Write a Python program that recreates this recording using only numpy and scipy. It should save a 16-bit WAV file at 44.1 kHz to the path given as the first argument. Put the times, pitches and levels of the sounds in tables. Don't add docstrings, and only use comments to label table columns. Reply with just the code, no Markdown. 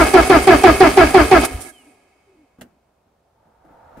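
import sys
import numpy as np
from scipy import signal
from scipy.fft import rfft, irfft
from scipy.io import wavfile

SR = 44100
rng = np.random.default_rng(int(sys.argv[2]) if len(sys.argv) > 2 else 0)


def dump_mix(stems):
    frames = np.atleast_2d(stems).T
    limited = np.clip(frames, -1, 1)
    pcm = np.round(limited * 32767).astype(np.int16)
    wavfile.write(sys.argv[1], SR, pcm)


N = 176400
T = np.arange(N) / SR


def amp(db):
    return 10 ** (np.asarray(db) / 20)


def unit_rms(x):
    return x / np.sqrt(np.mean(x ** 2) + 1e-20)


def read(table, hz):
    f, *columns = np.transpose(table)
    return np.array([np.interp(np.log(hz + 1), np.log(f), c) for c in columns])


def level(curve):
    return amp(np.interp(T, *np.transpose(curve)))


def add(mix, s, sound):
    at = round(s * SR)
    sound = sound[..., max(-at, 0):]
    part = mix[:, max(at, 0):][:, :sound.shape[-1]]
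    part += sound[..., :part.shape[1]]


def wander(hz, size):
    rolloff = 1 + (np.fft.rfftfreq(N, 1 / SR) / hz) ** 4
    return unit_rms(irfft(rfft(rng.standard_normal(N)) / rolloff, N))[:size]


# f/Hz, width/Hz, lift/dB
BODY_MODES = [(261, 28, 10.5), (393, 35, 10), (645, 35, 6), (743, 35, 11.5), (890, 25, 3), (1260, 70, 9.5),
              (1664, 35, 11), (2030, 26, 4.5), (2110, 30, 7.5), (2210, 38, 13.5), (2475, 74, 5.5),
              (2568, 45, 9.5), (3100, 50, 8), (4745, 110, 6)]
# f/Hz, correlation
COHERENCE = [(60, .99), (350, 0.91), (700, 0.47), (1500, 0.58), (3000, .3), (8000, .05)]
def colour(x, spectrum, body=0):
    hz, z = np.fft.rfftfreq(x.shape[1], 1 / SR), rfft(x)
    same = np.clip(read(COHERENCE, hz)[0], -1, 1)
    z = np.array([z[0], same * z[0] + np.sqrt(1 - same ** 2) * z[1]])
    lift_db = sum(lift / (1 + ((hz - f) / width) ** 2) for f, width, lift in BODY_MODES)
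    return unit_rms(irfft(z * amp(read(spectrum, hz) + body * lift_db), x.shape[1]))


def noise(spectrum, body=0, gate=1, size=N):
    return colour(gate * rng.standard_normal((2, size)), spectrum, body)


# f/Hz, left/dB, right/dB
AIR_SPECTRUM = [(25, -18, -18), (65, 1.5, 1), (130, -6, -4.5), (300, -9, -9.5), (700, -5, -2.5),
                (1190, -13.5, -13), (2000, -23.5, -24), (5000, -28.5, -29), (15000, -36, -35.5)]
RUSH_SPECTRUM = [(30, -10, -7.5), (65, 2, 3.5), (140, -8.5, -8), (400, -10.5, -9), (525, 0.5, 1),
                 (600, -3.5, -5.5), (670, 0, 3.5), (850, -4, 1), (915, 5, 7.5), (1010, -9.5, -13),
                 (1270, -4, -5.5), (1880, -18, -19.5), (2800, -28.5, -29), (6000, -37.5, -36.5),
                 (15000, -40.5, -40)]
# t/s, level/dB
RUSH_SWELL = [(3.0, -89.5), (3.3, -72), (3.45, -61), (3.6, -59.5), (3.7, -52), (3.85, -49.5), (4.0, -46)]
def ambience():
    return noise(AIR_SPECTRUM) * amp(-64) + noise(RUSH_SPECTRUM) * level(RUSH_SWELL)


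def blow(s, attack_s, decay_s):
    return np.clip((T - s) / attack_s + 1, 0, 1) * np.exp(-np.maximum(T - s, 0) / decay_s)


# f/Hz, left/dB, right/dB
KNOCK_SPECTRUM = [(25, -19, -15), (65, -2, -6), (121, -9, -13), (193, 5, 5), (293, 2.5, 1), (477, -15, -6),
                  (750, -16, -8), (1500, -14, -30), (4000, -39, -37)]
# t/s, level/dB, decay/s
KNOCK_HITS = [(2.588, -46.5, .03), (2.612, -45.5, 0.057), (3.07, -64, .04), (3.46, -59, 0.0411),
              (3.65, -52, 0.054), (3.71, -56.5, 0.032), (3.87, -69, 0.046), (3.973, -39, 0.042)]
def knocks():
    return noise(KNOCK_SPECTRUM) * sum(amp(db) * blow(s, .0054, decay) for s, db, decay in KNOCK_HITS)


# f/Hz, left/dB, right/dB
LATCH_SPECTRUM = [(40, -11.5, -7), (250.4, -5, -13), (696, 2, 8.5), (1076, -11, -11), (1580, -1, 3),
                  (2050, -12, -1), (2380, -16, -14), (2790, -9, -2), (3950, -12, -20), (9000, -19, -11),
                  (15000, -16, -20)]
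def latch(s=2.612, decay_s=.0094):
    clicks = .9 * blow(s, .0023, decay_s) + .42 * blow(s + .0046, .001, decay_s)
    return noise(LATCH_SPECTRUM) * amp(-34.5) * clicks


# f/Hz, left/dB, right/dB
WHIR_SPECTRUM = [(25, -25.5, -26), (65, -6, -6.5), (170, -7, -10.5), (300, -3.5, -3.5), (800, -4, -3),
                 (1500, -12.5, -14), (2400, -10, -7.5), (3530, -18, -15.5), (9000, -18, -16.5),
                 (15000, -35.5, -35.5)]
# t/s, level/dB
WHIR_LEVEL = [(1.4, -77), (1.5, -60), (1.75, -54), (1.9, -55), (2.0, -59), (2.3, -63.5), (2.55, -68),
              (2.9, -79), (3.3, -100)]
# t/s, length/s, start f/Hz, end f/Hz, relative level/dB
ARMATURE_WHINES = [(1.709, 0.15, 3310, 2713, -50.5), (1.815, .13, 302, 266, -49),
                   (2.026, .08, 402, 365, -56.5), (2.241, 0.16, 418, 334.6, -52),
                   (2.347, 0.126, 332, 252, -48)]
def coast_down(roughness=.35, waver_hz=16, trim_db=-1.5):
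    out = noise(WHIR_SPECTRUM, body=1.05) * level(WHIR_LEVEL)
    for s, length, from_hz, to_hz, db in ARMATURE_WHINES:
        progress = np.arange(round(length * SR)) / (length * SR)
        hz = from_hz + (to_hz - from_hz) * progress + waver_hz * wander(60, len(progress))
        swell = np.sin(np.pi * progress) ** 1.4 * (1 + roughness * wander(67, len(progress)))
        add(out, s, amp(db + trim_db) * swell * np.sin(2 * np.pi * np.cumsum(hz) / SR))
    return out


def stroke_cycle(peak_s):
    starts = [row[0] for row in COMPRESSIONS]
    return np.cos(2 * np.pi * np.interp(T - peak_s, starts, np.arange(len(starts))))


def housing(x):
    t = T[:SR // 12]
    ring = rng.standard_normal((2, len(t))) * amp(-60 * t / .045)
    return .65 * x + .7 * signal.fftconvolve(x, ring / np.linalg.norm(ring[0]), axes=1)[:, :N]


# f/Hz, left/dB, right/dB
HISS_SPECTRUM = [(1000, -23.5, -25), (4000, -13, -10.5), (7000, -10.5, -5), (9300, -11.5, 5.5),
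                 (11500, -7.5, -6), (15500, -17.5, -20)]
# t/s, relative level/dB
HISS_LEVEL = [(0, -32), (1.39, -35), (1.41, -26.5), (1.435, -38.5), (1.453, -19.5), (1.47, -41.5),
              (1.53, -44), (1.6, -49), (1.609, -34), (1.64, -42), (1.7, -45.5), (1.72, -57.5), (1.88, -65),
              (2.05, -78.5), (2.5, -95)]
def brush_hiss(rough_db=2.2, swing_db=3.2):
    hiss = noise(HISS_SPECTRUM, gate=amp(rough_db * wander(300, N)))
    return housing(hiss * level(HISS_LEVEL) * amp(swing_db * stroke_cycle(peak_s=.132)))


# f/Hz, left/dB, right/dB
DRIVE_SPECTRUM = [(30, -10.5, -13), (90, 1, -1.5), (180, -5, -4.5), (320, 0, 2.5), (700, -2.5, -1),
                  (1050, -3, -7), (2420, -10, -9.5), (3600, -13.5, -12), (6000, -17, -14),
                  (10000, -24.5, -22.5), (15000, -28, -28)]
# t/s, relative level/dB
DRIVE_LEVEL = [(0, -18.5), (1.3, -19.5), (1.41, -21), (1.448, -17.5), (1.462, -26), (1.485, -32.5),
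               (1.56, -37.5), (1.62, -40), (1.69, -45), (1.712, -67), (1.9, -82)]
def drive_rattle(rough_db=1.5, swing_db=3):
    rattle = noise(DRIVE_SPECTRUM, body=1, gate=amp(rough_db * wander(250, N)))
    return rattle * level(DRIVE_LEVEL) * amp(swing_db * (stroke_cycle(peak_s=.08) - .5))


# f/Hz, left/dB, right/dB
BLOCK_SPECTRUM = [(20, -21.5, -21), (42.2, -3.5, -1), (65, 0, 0.5), (95, -2.5, -0.5), (135, -11, -13),
                  (260, -39, -37.5)]
def block_thump(t, hz, swing_s, rumble_s, rumble_gain):
    swing = np.sin(2 * np.pi * hz * t) / np.cosh(np.clip(t / swing_s, -60, 60))
    rumble = noise(BLOCK_SPECTRUM, size=len(t)) / np.cosh(np.clip(t / rumble_s, -40, 40))
    return swing + rumble_gain * rumble


def load(t, length, attack_s, release_s, free_db=-31.5):
    rise = 1 / (1 + np.exp(-np.clip((t + .0015) / attack_s, -40, 40)))
    tail = np.clip((t[-1] - t) / .03, 0, 1)
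    return rise * tail * (amp(free_db) + np.exp(-np.maximum(t - length, 0) / release_s))


# f/Hz, left/dB, right/dB
CLACK_SPECTRUM = [(300, -9.5, -9.5), (1200, -3.5, -3.5), (2500, -3.5, -3.5), (4800, -5.5, 0.5),
                  (7000, -6, -4), (9500, -10, 1), (15000, -18.5, -17)]
def tooth_clack(t):
    strike = load(t + .003, 0, attack_s=.0017, release_s=.004, free_db=-50)
    return noise(CLACK_SPECTRUM, body=.59, size=len(t)) * amp(-18.5) * strike


# f/Hz, left/dB, right/dB
GRIND_SPECTRUM = [(40, -13.5, -14.5), (110, -1.5, -3), (181, -4, -3.5), (300, 4, 3), (520, -4.5, -1.5),
                  (1000, -0.5, 0.5), (1500, -5.5, -8), (2240, -11, -8.5), (3600, -22.5, -23),
                  (5000, -24, -20.5), (8000, -31.5, -33), (15000, -43, -41.5)]
RASP_SPECTRUM = [(1200, -21, -21), (2210, -2, -3.5), (2600, 0.5, 0), (3088, -0.5, -1.5), (3600, -9, -9),
                 (4400, -7.5, -3), (4850, -5, 0), (5300, -12, -12), (8000, -23.5, -22), (15000, -35.5, -36)]
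def grinding(t, length, teeth, turns, wear, fresh=.57):
    worn = np.array([np.interp(turns, np.arange(len(w)) / len(w), w, period=1) for w in wear])
    scrape = (worn + fresh * rng.standard_normal(worn.shape)) * (1 + .3 * np.cos(2 * np.pi * teeth))
    grind_db = -14 - 2 * np.minimum(((t - .04) / .13) ** 2, 2)
    rasp_db = -28.5 - 11 * np.clip(t / length, 0, 1)
    grind = colour(scrape, GRIND_SPECTRUM, body=.58) * amp(grind_db)
    rasp = colour(scrape, RASP_SPECTRUM, body=.4) * amp(rasp_db)
    return (grind + rasp) * load(t, length, attack_s=.001, release_s=.0058)


# f/Hz, left/dB, right/dB
BAY_RESPONSE = [(276, -9, -9.5), (312, -6.5, -8.5), (340, -12, -12.5), (362, -2, -2), (392, -2, -2),
                (480, -15.5, -15.5), (590, -19, -10.5), (650, -14.5, -4), (695, -18.5, -12),
                (742, -9.5, -2), (800, -7, -4), (930, -19.5, -27), (1130, -15.5, -25), (1320, -9.5, -18.5),
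                (1440, -12.5, -21), (1540, -22.5, -26), (1680, -11.5, -18), (1900, -34, -35),
                (2220, -23, -22), (2600, -33.5, -31.5), (4000, -43, -40)]
def gear_howl(t, length, hz, teeth, turns, flutter=.29, uneven_db=.5, wobble=.22):
    howl = 0
    for k in range(1, 11):
        hold_s = length - .004 + .0082 * (k == 1)
        held = load(t, hold_s, attack_s=.0014, release_s=.01)
        uneven = amp(uneven_db * rng.standard_normal() * (k > 1))
        shake = 1 + flutter * wander(90, len(t))
        throb = 1 + wobble * np.cos(2 * np.pi * turns + k)
        harmonic = (-1) ** (k // 2) * np.sin(2 * np.pi * k * teeth)
        howl += amp(read(BAY_RESPONSE, k * hz)) * harmonic * throb * held * uneven * shake
    return howl


def engine_bay(x, wet_db=-13, t60_s=.093):
    t = T[:SR // 3]
    tail = rng.standard_normal((2, len(t))) * amp(-60 * t / t60_s) * (t > .003)
    spectrum = [(100, -7.5, -9.5), (400, -8, -10), (1200, -2, 2.5), (10000, -.5, -1.5)]
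    tail = colour(tail, spectrum, body=.8) / np.sqrt(len(t))
    return x + amp(wet_db) * signal.fftconvolve(x, tail, axes=1)[:, :N]


# t/s, relative level/dB, starting tooth rate f/Hz, time under load/s
COMPRESSIONS = [(-.030, -0.5, 392, 0.061), (0.1414, -1, 392, 0.063), (0.3016, -1, 392, 0.071),
                (0.4765, 0, 392, .071), (0.6406, 0.5, 392, 0.064), (.8085, -0.5, 392, 0.067),
                (0.976, -0.5, 392, 0.066), (1.1474, -1, 392, 0.072), (1.317, -1, 392, 0.065)]
def cranking(sag_hz_per_s=1300, sag_s=.088, recover_hz_per_s=2100, pinion_teeth=9):
    lead_s, stroke_s = .02, .19
    out = np.zeros((2, N))
    t = np.arange(round(stroke_s * SR)) / SR - lead_s
    wear = rng.standard_normal((2, 1024))
    for s, db, top_hz, length in COMPRESSIONS:
        hz = top_hz - sag_hz_per_s * np.minimum(t, sag_s) + recover_hz_per_s * np.maximum(t - sag_s, 0)
        hz = np.minimum(hz, top_hz) * (1 + .016 * wander(70, len(t)))
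        teeth = np.cumsum(hz) / SR
        turns = teeth / pinion_teeth
        gears = gear_howl(t, length, hz, teeth, turns) + grinding(t, length, teeth, turns, wear)
        bite = amp(2.5 * np.exp(-np.maximum(t, 0) / .0077))
        clack = tooth_clack(t)
        thump_s = .072 + .0025 * rng.standard_normal()
        thump = amp(-17) * block_thump(t - thump_s, hz=60, swing_s=.02, rumble_s=.028, rumble_gain=.422)
        add(out, s - lead_s, amp(db) * (bite * gears + clack + thump))
    return out


def scene():
    starter = engine_bay(cranking()) + drive_rattle() + brush_hiss() + coast_down()
    rock_back = amp(-21) * block_thump(T - 1.553, hz=58, swing_s=.009, rumble_s=.03, rumble_gain=.21)
    return starter + rock_back + latch() + knocks() + ambience()


def record(dry, knee=14, edge_hz=15700):
    clipped = dry / (1 + np.abs(dry) ** knee) ** (1 / knee)
    lowpass = signal.firwin(1023, edge_hz, window=("kaiser", 9), fs=SR)
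    return signal.oaconvolve(clipped, lowpass[None], "same", axes=1)


dry = scene()
out = record(dry)
dump_mix(out)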